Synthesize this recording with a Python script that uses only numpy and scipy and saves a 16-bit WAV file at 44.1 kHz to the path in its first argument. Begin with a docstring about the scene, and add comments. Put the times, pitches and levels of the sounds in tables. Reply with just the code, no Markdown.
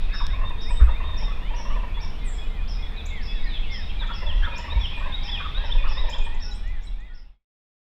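"""The edge of a wood at dawn. Wild turkeys gobble from their roost: flapping membranes shake
the harsh opening yelps, and a train of throbs ringing in the throat runs on as a rattle.
Songbirds whistle and chip all round in gliding, nearly pure tones, and the trunks scatter every
call into reverberation. Over a low hush and faint hums, twigs tick and the hand-held microphone
rumbles and bumps; at the end everything fades out."""
import sys
import numpy as np
from scipy import signal
from scipy.fft import rfft, irfft
from scipy.io import wavfile
from scipy.ndimage import uniform_filter1d

SR = 44100
rng = np.random.default_rng(int(sys.argv[2]) if len(sys.argv) > 2 else 0)


def to_wav(sig):
    """Store sig (one row per channel, or 1-D mono) as 16-bit WAV at the path in sys.argv[1].

    Samples outside -1..1 are clipped; the rate is SR.
    """
    pcm = np.clip(np.atleast_2d(sig), -1, 1) * 32767
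    pcm = np.round(pcm).astype(np.int16)
    wavfile.write(sys.argv[1], SR, pcm.T)  # frames by channels


N = 344862

# spectrum of the far chorus: (frequency [Hz], relative spectral density [dB])
CHORUS_SPECTRUM = [(1300, -16.5), (1900, -5.5), (2550, 1.5), (3000, -4), (3500, 2), (3850, -1), (4200, -8),
                   (5400, -14.5), (6300, -29.5)]


def from_db(db):
    """Amplitude ratio of a level: tenfold for every 20 dB."""
    return 10 ** (np.asarray(db) / 20)


def rms_one(x):
    """Normalisation to unit mean power."""
    return x / np.sqrt(np.mean(x ** 2) + 1e-20)


def in_time(curve):
    """Linear interpolation of (time [s], value) points at every sample."""
    return np.interp(np.arange(N) / SR, *np.transpose(curve))


def add(out, s, sound):
    """Superposition: a sound joins the mix at time s."""
    i = max(int(s * SR), 0)
    out[i:i + len(sound)] += sound[:N - i]


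def drift(rate_hz):
    """Low-pass filtered noise: a smooth random modulator of unit power."""
    lowpass = signal.butter(2, rate_hz, fs=SR, output="sos")
    return rms_one(signal.sosfilt(lowpass, rng.standard_normal(N + SR))[SR:])


def band_noise(hz, width_hz):
    """A resonance driven by white noise passes a band about its centre frequency."""
    edges = [max(hz - width_hz / 2, 20), min(hz + width_hz / 2, SR * .45)]
    resonance = signal.butter(2, edges, "band", fs=SR, output="sos")
    return rms_one(signal.sosfilt(resonance, rng.standard_normal(N)))


def coloured(spectrum):
    """Spectral shaping: steady noise follows a given spectrum and rolls off beyond its ends."""
    hz, db = np.transpose(spectrum)
    f = np.maximum(np.arange(N // 2 + 1) * SR / N, 1)
    skirts = np.minimum(f / hz[0], 1) ** 2 * np.minimum(hz[-1] / f, 1) ** 4
    gain = skirts * from_db(np.interp(np.log(f), np.log(hz), db))
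    return rms_one(irfft(rfft(rng.standard_normal(N)) * gain, N))


def swell(length, peak_share):
    """Progress through a note, 0 to 1, and its amplitude envelope, a sine-squared rise and fall."""
    u = np.linspace(0, 1, int(length * SR))
    angle = np.interp(u, [0, np.clip(peak_share, .1, .9), 1], [0, np.pi / 2, np.pi])
    return u, np.sin(angle) ** 2


def wood(x, wet_db, t60, late_db, late_t60):
    """Multiple scattering: near trunks return quick echoes, and the deep wood adds a longer tail."""
    t = np.arange(2 * SR) / SR
    trunks = rng.standard_normal(len(t)) * (rng.random(len(t)) < 2000 / SR)   # 2000 echoes a second
    decay = from_db(-60 * t / t60) + from_db(late_db - 60 * t / late_t60)
    echoes = trunks * decay * (1 - np.exp(-t / .0023))
    return x + from_db(wet_db) * signal.fftconvolve(x, echoes / np.linalg.norm(echoes))[:N]


def hush():
    """Ambient noise of the open country: broadband, with its density greatest at low frequencies."""
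    # spectrum of the hush: (frequency [Hz], relative spectral density [dB])
    spectrum = [(100, 0.5), (200, 0), (300, -8.5), (450, -12.5), (700, -11.5), (1000, -12.5), (1500, -17),
                (3000, -23), (4200, -27.5), (5200, -36.5), (7000, -40.5), (10000, -44), (16000, -47)]
    # its slow changes: (time [s], level [dB])
    levels = [(0, -44), (1.2, -43), (2.5, -44), (3.8, -44.5), (5.2, -44), (6.3, -47.5)]
    return from_db(in_time(levels)) * coloured(spectrum)


def hums():
    """Narrow-band noise is heard as a wavering tone; each one swells and dies away."""
    # faint, distant hums: (start [s], end [s], frequency [Hz], bandwidth [Hz], level [dB])
    bands = [(0, 4.3, 448, 35, -57.5), (0, 3, 339, 19, -68), (3.4, 8.4, 827, 20, -60),
             (4.9, 5.75, 813, 16, -54), (5.2, 6.7, 413, 17, -59)]
    out = np.zeros(N)
    for start, end, hz, width, db in bands:
        envelope = signal.windows.tukey(int((end - start) * SR), .3)
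        add(out, start, from_db(db) * envelope * band_noise(hz, width)[:len(envelope)])
    return out


def far_chorus(count=280):
    """Distant whistles and their echoes overlap into a blur, over noise in the same band."""
    # strength of the chorus: (time [s], relative level [dB])
    levels = [(0.0, -40.5), (0.29, -44.5), (0.42, -49.5), (0.69, -50.5), (1.05, -47), (1.99, -47.5),
              (2.71, -49.5), (3.48, -42), (4.34, -44), (4.72, -41), (5.25, -41.5), (5.52, -40.5),
              (6.12, -42), (6.5, -50)]
    pitches = np.geomspace(1700, 3800, num=60)
    power = from_db(np.interp(pitches, *np.transpose(CHORUS_SPECTRUM))) ** 2
    hz = rng.choice(pitches, count, p=power / power.sum())
    shapes = rng.choice(["crest", "sigh", "lift", "settle", "arch"], count)
    starts = (np.arange(count) + rng.random(count)) / count * (N / SR - .4)
    notes = zip(starts, rng.uniform(.035, .11, count), hz, rng.normal(0, 1, count), shapes)
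    song = songbird(notes, waver=.008, waver_hz=79, flutter_db=1, overtone_db=-41.5)
    whistles = rms_one(wood(song, wet_db=-1, t60=.47, late_db=-15, late_t60=1.7))
    return from_db(in_time(levels) - 2.5) * (.85 * whistles + .5 * coloured(CHORUS_SPECTRUM))


def hand_rumble():
    """Structure-borne noise: the unsteady hand rumbles, and the microphone body booms."""
    # spectra of hand and body: (frequency [Hz], relative spectral density [dB])
    hand_spectrum = [(15, 7), (24, 2.5), (38, 1.5), (48, -14), (58, -19.5)]
    body_spectrum = [(58, -4.5), (75, 0), (95, -16), (135, -26.5)]
    # strength of each: (time [s], relative level [dB])
    hand_levels = [(0.0, -19), (0.54, -24), (0.96, -18), (1.32, -25), (1.74, -21.5), (1.98, -28),
                   (2.7, -26), (3.12, -29), (3.36, -24.5), (4.14, -25.5), (4.38, -19.5), (4.62, -34.5),
                   (4.86, -27.5), (5.52, -26), (5.76, -20), (6.59, -25.5)]
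    body_levels = [(0.0, -38.9), (0.12, -43.0), (0.3, -28.5), (0.66, -36), (0.96, -31), (1.5, -41.7),
                   (3.18, -37), (3.66, -42), (3.96, -35.5), (4.08, -39.5), (4.38, -29.5), (4.56, -37.5),
                   (4.86, -30), (5.16, -40.5), (5.28, -32.5), (6.59, -41)]
    rumble = from_db(in_time(hand_levels) + 2) * coloured(hand_spectrum)
    boom = from_db(in_time(body_levels) - 1) * coloured(body_spectrum)
    return rumble + boom


def hand_bumps(knock_db=-20, knock_t60=.067):
    """Damped oscillation: a soft bump sets the microphone body swinging, with a dull knock at first."""
    # bumps of the hand: (time [s], frequency [Hz], relative level [dB], 60 dB decay time [s])
    bumps = [(0.291, 55, -17, 0.16), (0.813, 54, -3, 0.23), (4.348, 32, -19.5, 0.31),
             (4.758, 49.3, -11, 0.23)]
    out, t, knock = np.zeros(N), np.arange(SR // 2) / SR, band_noise(130, 120)
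    attack = 1 - np.exp(-t / .0068)
    for s, hz, db, t60 in bumps:
        swing = from_db(-60 * t / t60) * np.sin(2 * np.pi * hz * t)
        thud = from_db(knock_db - 60 * t / knock_t60) * knock[int(s * SR):][:len(t)]
        add(out, s, from_db(db + 4) * attack * (swing + thud))
    return out


def twigs(t60=.0054):
    """Tiny dry cracks are transients: broadband noise under a fast exponential decay."""
    # twigs ticking close by: (time [s], level [dB])
    ticks = [(.267, -28), (0.499, -43), (2.436, -48), (3.335, -47)]
    envelope, t = np.zeros(N), np.arange(SR // 20) / SR
    for s, db in ticks:
        add(envelope, s, from_db(db - 60 * t / t60))
    return envelope * band_noise(3700, 3900)


def songbird(notes, waver, waver_hz, flutter_db, overtone_db):
    """Nearly pure gliding whistles, with random frequency (waver) and amplitude (flutter) modulation."""
    # note contours by name: (share of the note [0-1], frequency [ratio], relative level [dB])
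    contours = { "rise": [(0, .65, -12), (.4, .77, -3), (.75, .92, 0), (1, 1, -5)], "arch": [(0, .82, -7),
                (.25, .94, 0), (.45, 1.005, -2), (.65, .95, -2), (1, .77, -8)], "crest": [(0, .95, -5),
                (.3, .99, 0), (.55, 1, 0), (1, .94, -6)], "sigh": [(0, .98, -6), (.25, 1, 0), (.5, .93, -3),
                (1, .75, -9)], "slur": [(0, 1, -2), (.3, .98, 0), (.55, .92, 0), (.8, .79, -5),
                (1, .72, -14)], "flick": [(0, .85, -8), (.45, .88, -1), (.8, .96, 0), (1, 1, -4)],
                "lift": [(0, .9, -8), (.35, .96, 0), (.75, .985, 0), (1, 1.01, -4)],
                "settle": [(0, 1.04, -5), (.3, 1.005, 0), (.8, .995, 0), (1, 1, -5)],
                "level": [(0, .98, -6), (.25, 1.008, 0), (.7, .997, -1), (1, .992, -4)],
                "drop": [(0, 1, -10), (.4, .94, -3), (.75, .87, 0), (1, .82, -6)], "chirp": [(0, .68, -8),
                (.11, .88, -7), (.27, 1.04, -3), (.45, 1.02, 0), (.6, .96, 0), (.76, 1.0, -1), (1, .9, -4)],
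                "seep": [(0, 1.23, -11), (.3, 1.07, -2), (.6, 1, 0), (.85, .995, -2), (1, 1.03, -10)],
                "zip": [(0, .7, -8), (.4, .83, -2), (.8, .96, 0), (1, 1, -4)]}
    out, wobble, flutter = np.zeros(N), drift(waver_hz), drift(39)
    for s, length, hz, db, shape in notes:
        share, ratio, shape_db = np.transpose(contours[shape])
        u = np.linspace(0, 1, int(length * SR))
        here = slice(int(s * SR), int(s * SR) + len(u))
        glide = uniform_filter1d(np.interp(u, share, ratio), size=len(u) // 6)
        phase = 2 * np.pi * np.cumsum(hz * glide * (1 + waver * wobble[here])) / SR
        level_db = db + np.interp(u, share, shape_db) + flutter_db * flutter[here]
        envelope = from_db(level_db) * signal.windows.tukey(len(u), .2)
        tone = np.sin(phase) + from_db(overtone_db) * np.sin(2 * phase)
        add(out, s, np.sqrt(2) * envelope * tone)
    return out


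def repeated(songs, pitch_spread=.004, spread_db=.7):
    """Periodic repetition of a note along a level ramp, with small random changes of pitch and level."""
    for start, period, count, length, hz, first_db, last_db, shape in songs:
        for k, db in enumerate(np.linspace(first_db, last_db, round(count))):
            high, loud = rng.standard_normal(2)
            yield start + k * period, length, hz * (1 + pitch_spread * high), db + spread_db * loud, shape


def deep_songs():
    """Repeated whistles deeper in the wood, each prolonged by slowly decaying reverberation."""
    # songs: (start [s], period [s], notes [count], duration [s], frequency [Hz],
    # first level [dB], last level [dB], contour [name])
    songs = [(.112, 0.46, 3, .155, 3682, -41.5, -41.5, "level"),
             (.3, .46, 3, 0.069, 3660, -44, -41.5, "level"),
             (.445, 0.46, 2, .069, 3650, -40.5, -43.5, "level"),
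             (.01, .163, 9, 0.068, 2550, -53, -48.5, "crest"),
             (.26, .3, 1, .125, 2550, -46.5, -46.5, "rise"), (.08, .3, 1, .09, 2150, -50, -50, "arch"),
             (.635, 0.26, 6, 0.098, 2610, -45, -48.5, "rise"), (.22, 0.26, 1, .13, 1706, -48, -48, "arch"),
             (1.39, 0.13, 3, .1, 2960, -52, -50.5, "lift"), (1.94, 0.44, 3, 0.057, 3380, -42, -42, "level"),
             (3.272, 0.071, 2, 0.064, 3380, -41, -43, "level"),
             (2.22, .182, 5, 0.074, 2500, -51, -47.5, "crest"),
             (2.2, .29, 3, .15, 2130, -49.5, -51.5, "sigh"), (2.9, 0.42, 3, .08, 2000, -52.5, -51, "drop"),
             (3.62, .265, 3, .05, 2690, -46, -50.5, "crest"), (4.2, .3, 1, .058, 2040, -49, -49, "crest"),
             (3.1, 0.59, 2, 0.14, 2160, -42.5, -39.5, "sigh"),
             (3.12, .575, 2, .09, 3660, -49.5, -41, "drop"),
             (3.55, 0.55, 2, .065, 3325, -46, -41, "settle"), (5.0, 0.53, 2, 0.19, 1670, -48, -47, "arch"),
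             (5.228, .349, 6, .19, 2045, -50.5, -47, "arch"), (6.44, 0.65, 2, .11, 1484, -52, -51, "crest"),
             (6.51, 0.36, 2, 0.021, 3880, -40.5, -42, "settle")]
    song = songbird(repeated(songs), waver=.0044, waver_hz=90, flutter_db=1, overtone_db=-48)
    return wood(song, wet_db=-8.5, t60=.82, late_db=-13, late_t60=1.4)


def canopy_birds(chirp_s=.072, seep_s=.066):
    """Fast frequency modulation makes treetop calls buzz; their echoes outweigh the direct sound."""
    # buzzy chirps and thin, high seeps: (time [s], frequency [Hz], relative level [dB])
    chirps = [(.123, 5250, -41), (.6, 5210, -44), (1.158, 5410, -46.5), (1.54, 5700, -45),
              (1.998, 5460, -46.5), (2.325, 5290, -58), (2.67, 5310, -42.5), (3.208, 5240, -43.5),
              (3.7, 5290, -41), (4.125, 5270, -44.5), (4.35, 5750, -59), (4.545, 5370, -45),
              (4.785, 5430, -51), (5.22, 5234, -42), (5.63, 5354, -50), (5.872, 5250, -42.5),
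              (6.061, 5200, -46.5), (6.395, 5510, -41.5), (6.8, 5500, -57), (7.13, 5250, -45.5)]
    seeps = [(.68, 7880, -50), (1.71, 7700, -71), (2.243, 7520, -47.5), (4.95, 7640, -63.5)]
    notes = [(s, chirp_s * np.exp(.1 * rng.standard_normal()), hz, db, "chirp") for s, hz, db in chirps]
    notes += [(s, seep_s, hz, db, "seep") for s, hz, db in seeps]
    song = songbird(notes, waver=.027, waver_hz=350, flutter_db=2.5, overtone_db=-49.5)
    return from_db(-4) * wood(song, wet_db=2, t60=.49, late_db=-26, late_t60=.87)


def hoarse_bird():
    """Random modulation spreads a falling whistle into sidebands, heard as hoarseness."""
    # falling calls: (time [s], duration [s], frequency [Hz], level [dB])
    burrs = [(2.96, .06, 4050, -39.5), (3.08, 0.057, 3950, -48), (3.433, 0.041, 5150, -51.5),
             (3.468, .06, 4259, -42), (3.515, .07, 3800, -38.5), (3.86, .06, 3760, -44),
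             (3.988, 0.055, 3926, -36.5)]
    notes = [(*burr, "drop") for burr in burrs]
    song = songbird(notes, waver=.025, waver_hz=250, flutter_db=3, overtone_db=-45)
    return wood(song, wet_db=-3.5, t60=.6, late_db=-13.5, late_t60=1.2)


def small_bird():
    """Brief upward frequency sweeps from a small bird close by are heard as thin zips."""
    # runs of zips: (start [s], period [s], zips [count], duration [s], frequency [Hz],
    # first level [dB], last level [dB], contour [name])
    zips = [(3.054, 1.519, 3, .015, 7700, -46, -45, "zip"), (4.066, .3, 1, .014, 7300, -63, -60, "zip"),
            (6.178, .164, 6, .014, 7770, -58, -63.5, "zip"), (6.215, .3, 3, 0.058, 8670, -59, -57.5, "zip")]
    song = songbird(repeated(zips), waver=.004, waver_hz=200, flutter_db=1.5, overtone_db=-21.5)
    return wood(song, wet_db=-4, t60=.24, late_db=-13.5, late_t60=1)


def near_birds(start_s=4.428, period_s=.4238, motif_notes=18, slur_s=.073, slur_hz=3490):
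    """Two voices superpose: one cycles through a motif and breaks off; the other slurs downwards."""
    # the nearest bird's motif: (offset [s], duration [s], frequency [Hz], level [dB], contour [name])
    motif = [(0, .031, 3624, -33, "flick"), (.075, .078, 2447, -41.3, "settle"),
             (0.191, .06, 2460, -50.5, "rise"), (.269, .041, 3854, -34.3, "lift")]
    # the second bird's slurs: (time [s], level [dB])
    slurs = [(4.261, -35.5), (4.806, -34.5), (5.313, -33.5)]
    rounds = [(start_s + k * period_s + s, *note) for k in range(5) for s, *note in motif]
    notes = rounds[:motif_notes] + [(s, slur_s, slur_hz, db, "slur") for s, db in slurs]
    song = songbird(notes, waver=.00274, waver_hz=200, flutter_db=3, overtone_db=-50)
    return wood(song, wet_db=-4, t60=.6, late_db=-5.5, late_t60=1.4)


def turkey_yelps(harsh_s=.049, clear_s=.039, deviation_hz=230, rasp_db=-7, overtone_db=-19):
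    """Flapping membranes modulate the frequency of a tone, and the throat adds a noisy rasp."""
    # a harsh yelp, then a clearer, mostly falling one: (time [s], frequency [Hz], relative level [dB],
    # delay of the second [s], its first frequency [Hz], its last frequency [Hz], its relative level [dB])
    pairs = [(.124, 1686, -36, .07, 1600, 925, -32), (.795, 1505, -36.5, .07, 1702, 950, -35.5),
             (4.008, 1660, -38.5, .076, 1280, 1380, -32.5), (4.418, 1640, -31.5, .032, 1700, 1248, -33),
             (5.39, 1477, -37.5, 0.051, 1420, 1135, -33.5), (5.842, 1252, -38, 0.029, 1300, 1103, -44.5)]
    out, shake, rasp = np.zeros(N), drift(350), band_noise(1500, 900)
    harsh = [(s, harsh_s, hz, hz, db, .75) for s, hz, db, *_ in pairs]
    clear = [(s + gap, clear_s, from_hz, hz, db, .45) for s, _, _, gap, from_hz, hz, db in pairs]
    for s, length, start_hz, end_hz, db, roughness in harsh + clear:
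        u, envelope = swell(length, peak_share=.55)
        here = slice(int(s * SR), int(s * SR) + len(u))
        glide_hz = end_hz + (start_hz - end_hz) * (1 - u) ** 2
        phase = 2 * np.pi * np.cumsum(glide_hz + roughness * deviation_hz * shake[here]) / SR
        tone = np.sin(phase) + from_db(overtone_db) * np.sin(2 * phase)
        voice = tone + roughness * from_db(rasp_db) * rasp[here]
        add(out, s, from_db(db + 1) * envelope ** .49 * voice)
    return out


def throbs(throb_s, rebound_s=.029, rebound_db=-9, jitter_s=.004, pitch_spread=.045):
    """A jittered pulse train: (time [s], level [dB], pitch [Hz], upper and low formant gains [dB])."""
    # loud, clear gulps that stand out of the rattle: (time [s], level [dB], frequency [Hz])
    gulps = [(.338, -35.5, 1043), (.392, -38, 1070), (.418, -34, 1046), (.44, -32, 1045), (.51, -34.5, 993),
             (.709, -33, 956), (.803, -37.5, 1184), (.894, -32, 953), (1.009, -34, 1048),
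             (1.045, -35.5, 1046), (1.094, -36, 1080), (1.226, -37, 884), (1.282, -39, 1120),
             (1.312, -41, 1283), (1.51, -37, 878), (1.541, -34.5, 953), (1.658, -33, 1035),
             (1.709, -35.5, 1130), (1.764, -31.5, 1032), (1.838, -32, 988), (4.109, -35.5, 953),
             (4.593, -34.5, 969), (4.685, -36.5, 1082), (4.776, -35, 948), (4.977, -37, 964),
             (5.013, -34.5, 1040), (5.065, -31, 1014), (5.406, -33.5, 1140), (5.844, -33, 1097),
             (5.975, -32.5, 1041), (6.153, -34, 970)]
    # evenly paced runs: (start [s], period [s], throbs [count], first level [dB], last level [dB],
    # frequency [Hz], low formant gain [dB])
    runs = [(.338, 0.059, 5, -38, -46, 1028, -9), (1.002, .047, 10, -38.5, -45.5, 1010, -3.5),
            (1.54, 0.057, 6, -36, -38.5, 981, -4), (1.973, .057, 2, -40, -41, 950, -10),
            (4.02, 0.087, 2, -39, -35, 988, -7.5), (4.229, 0.048, 3, -37, -38, 977, -2),
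            (4.478, 0.061, 6, -36.5, -38, 959, -1), (4.912, .052, 4, -44, -38, 998, -12),
            (5.29, 0.057, 2, -41.5, -43.5, 950, -9.5), (5.583, .056, 5, -38.5, -40, 979.5, -1),
            (5.851, 0.062, 6, -37.5, -36.5, 968, -2), (6.268, 0.078, 2, -37.5, -41, 964, -14)]
    for s, db, hz in gulps:
        yield s, db, hz, -5.5, -8.5
    for start, period, count, first_db, last_db, hz, low_db in runs:
        for k, db in enumerate(np.linspace(first_db, last_db, round(count))):
            for lag, loss_db in ((0, 0), (rebound_s, rebound_db)):   # a weaker throb follows each one
                late, loud, high, upper, low = rng.standard_normal(5)
                s = start + k * period + lag + jitter_s * late
                if all(abs(s - gulp[0]) > throb_s / 2 for gulp in gulps):   # throbs give way to gulps
                    yield (s, db + loss_db + 1.5 * loud, hz * (1 + pitch_spread * high),
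                           -3 + 3 * upper, low_db + 3 * low)


def turkey_rattle(throb_s=.035, lead_s=.01, sag=.15, shake_share=.05, tone_db=-.5):
    """Each throb is a short sagging tone plus a hoarse burst in the throat's resonances, or formants."""
    # formants, low to high: (frequency [Hz], bandwidth [Hz])
    formants = [(570, 150), (1020, 200), (1820, 200), (2680, 99)]
    out, shake = np.zeros(N), drift(250)
    throat = np.array([band_noise(hz, width) for hz, width in formants])
    throat /= np.abs(signal.hilbert(throat)) ** .6   # a voiced ring has a steadier envelope than noise
    u, envelope = swell(throb_s, peak_share=.29)
    for s, db, hz, upper_db, low_db in throbs(throb_s):
        here = slice(int(s * SR), int(s * SR) + len(u))
        phase = 2 * np.pi * np.cumsum(hz * (1 + sag * (.4 - u) + shake_share * shake[here])) / SR
        tone = envelope * from_db(tone_db) * np.sin(phase)
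        formant_gains = from_db([min(low_db, 2) - 4, -14, min(upper_db, 2) - 6, -15])
        hoarse = np.sqrt(envelope) * (formant_gains @ throat[:, here])
        add(out, s - lead_s, from_db(db) * (tone + hoarse))
    return out


def scene():
    """Superposition of all sources in one channel; each bird's call carries its own reverberation."""
    turkeys = wood(turkey_yelps() + turkey_rattle(), wet_db=-4.5, t60=.27, late_db=-1, late_t60=1)
    songbirds = small_bird() + near_birds() + deep_songs() + canopy_birds() + hoarse_bird()
    close_noises = hand_bumps() + twigs() + hand_rumble()
    background = far_chorus() + hush() + hums()
    return (turkeys + songbirds + close_noises + background)[None]


def record(dry, cutoff_hz=15700):
    """A falling gain fades the sound out, and a steep low-pass filter limits its bandwidth."""
    # fade-out: (time [s], gain [ratio])
    fade = [(0, 0.98), (6.2, 1), (6.55, 0.96), (7, 0.44), (7.2, 0.23), (7.38, 0.0094), (7.45, 0)]
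    lowpass = signal.ellip(10, .1, 80, cutoff_hz, fs=SR, output="sos")
    return signal.sosfilt(lowpass, dry * in_time(fade))


dry = scene()
out = record(dry)
to_wav(out)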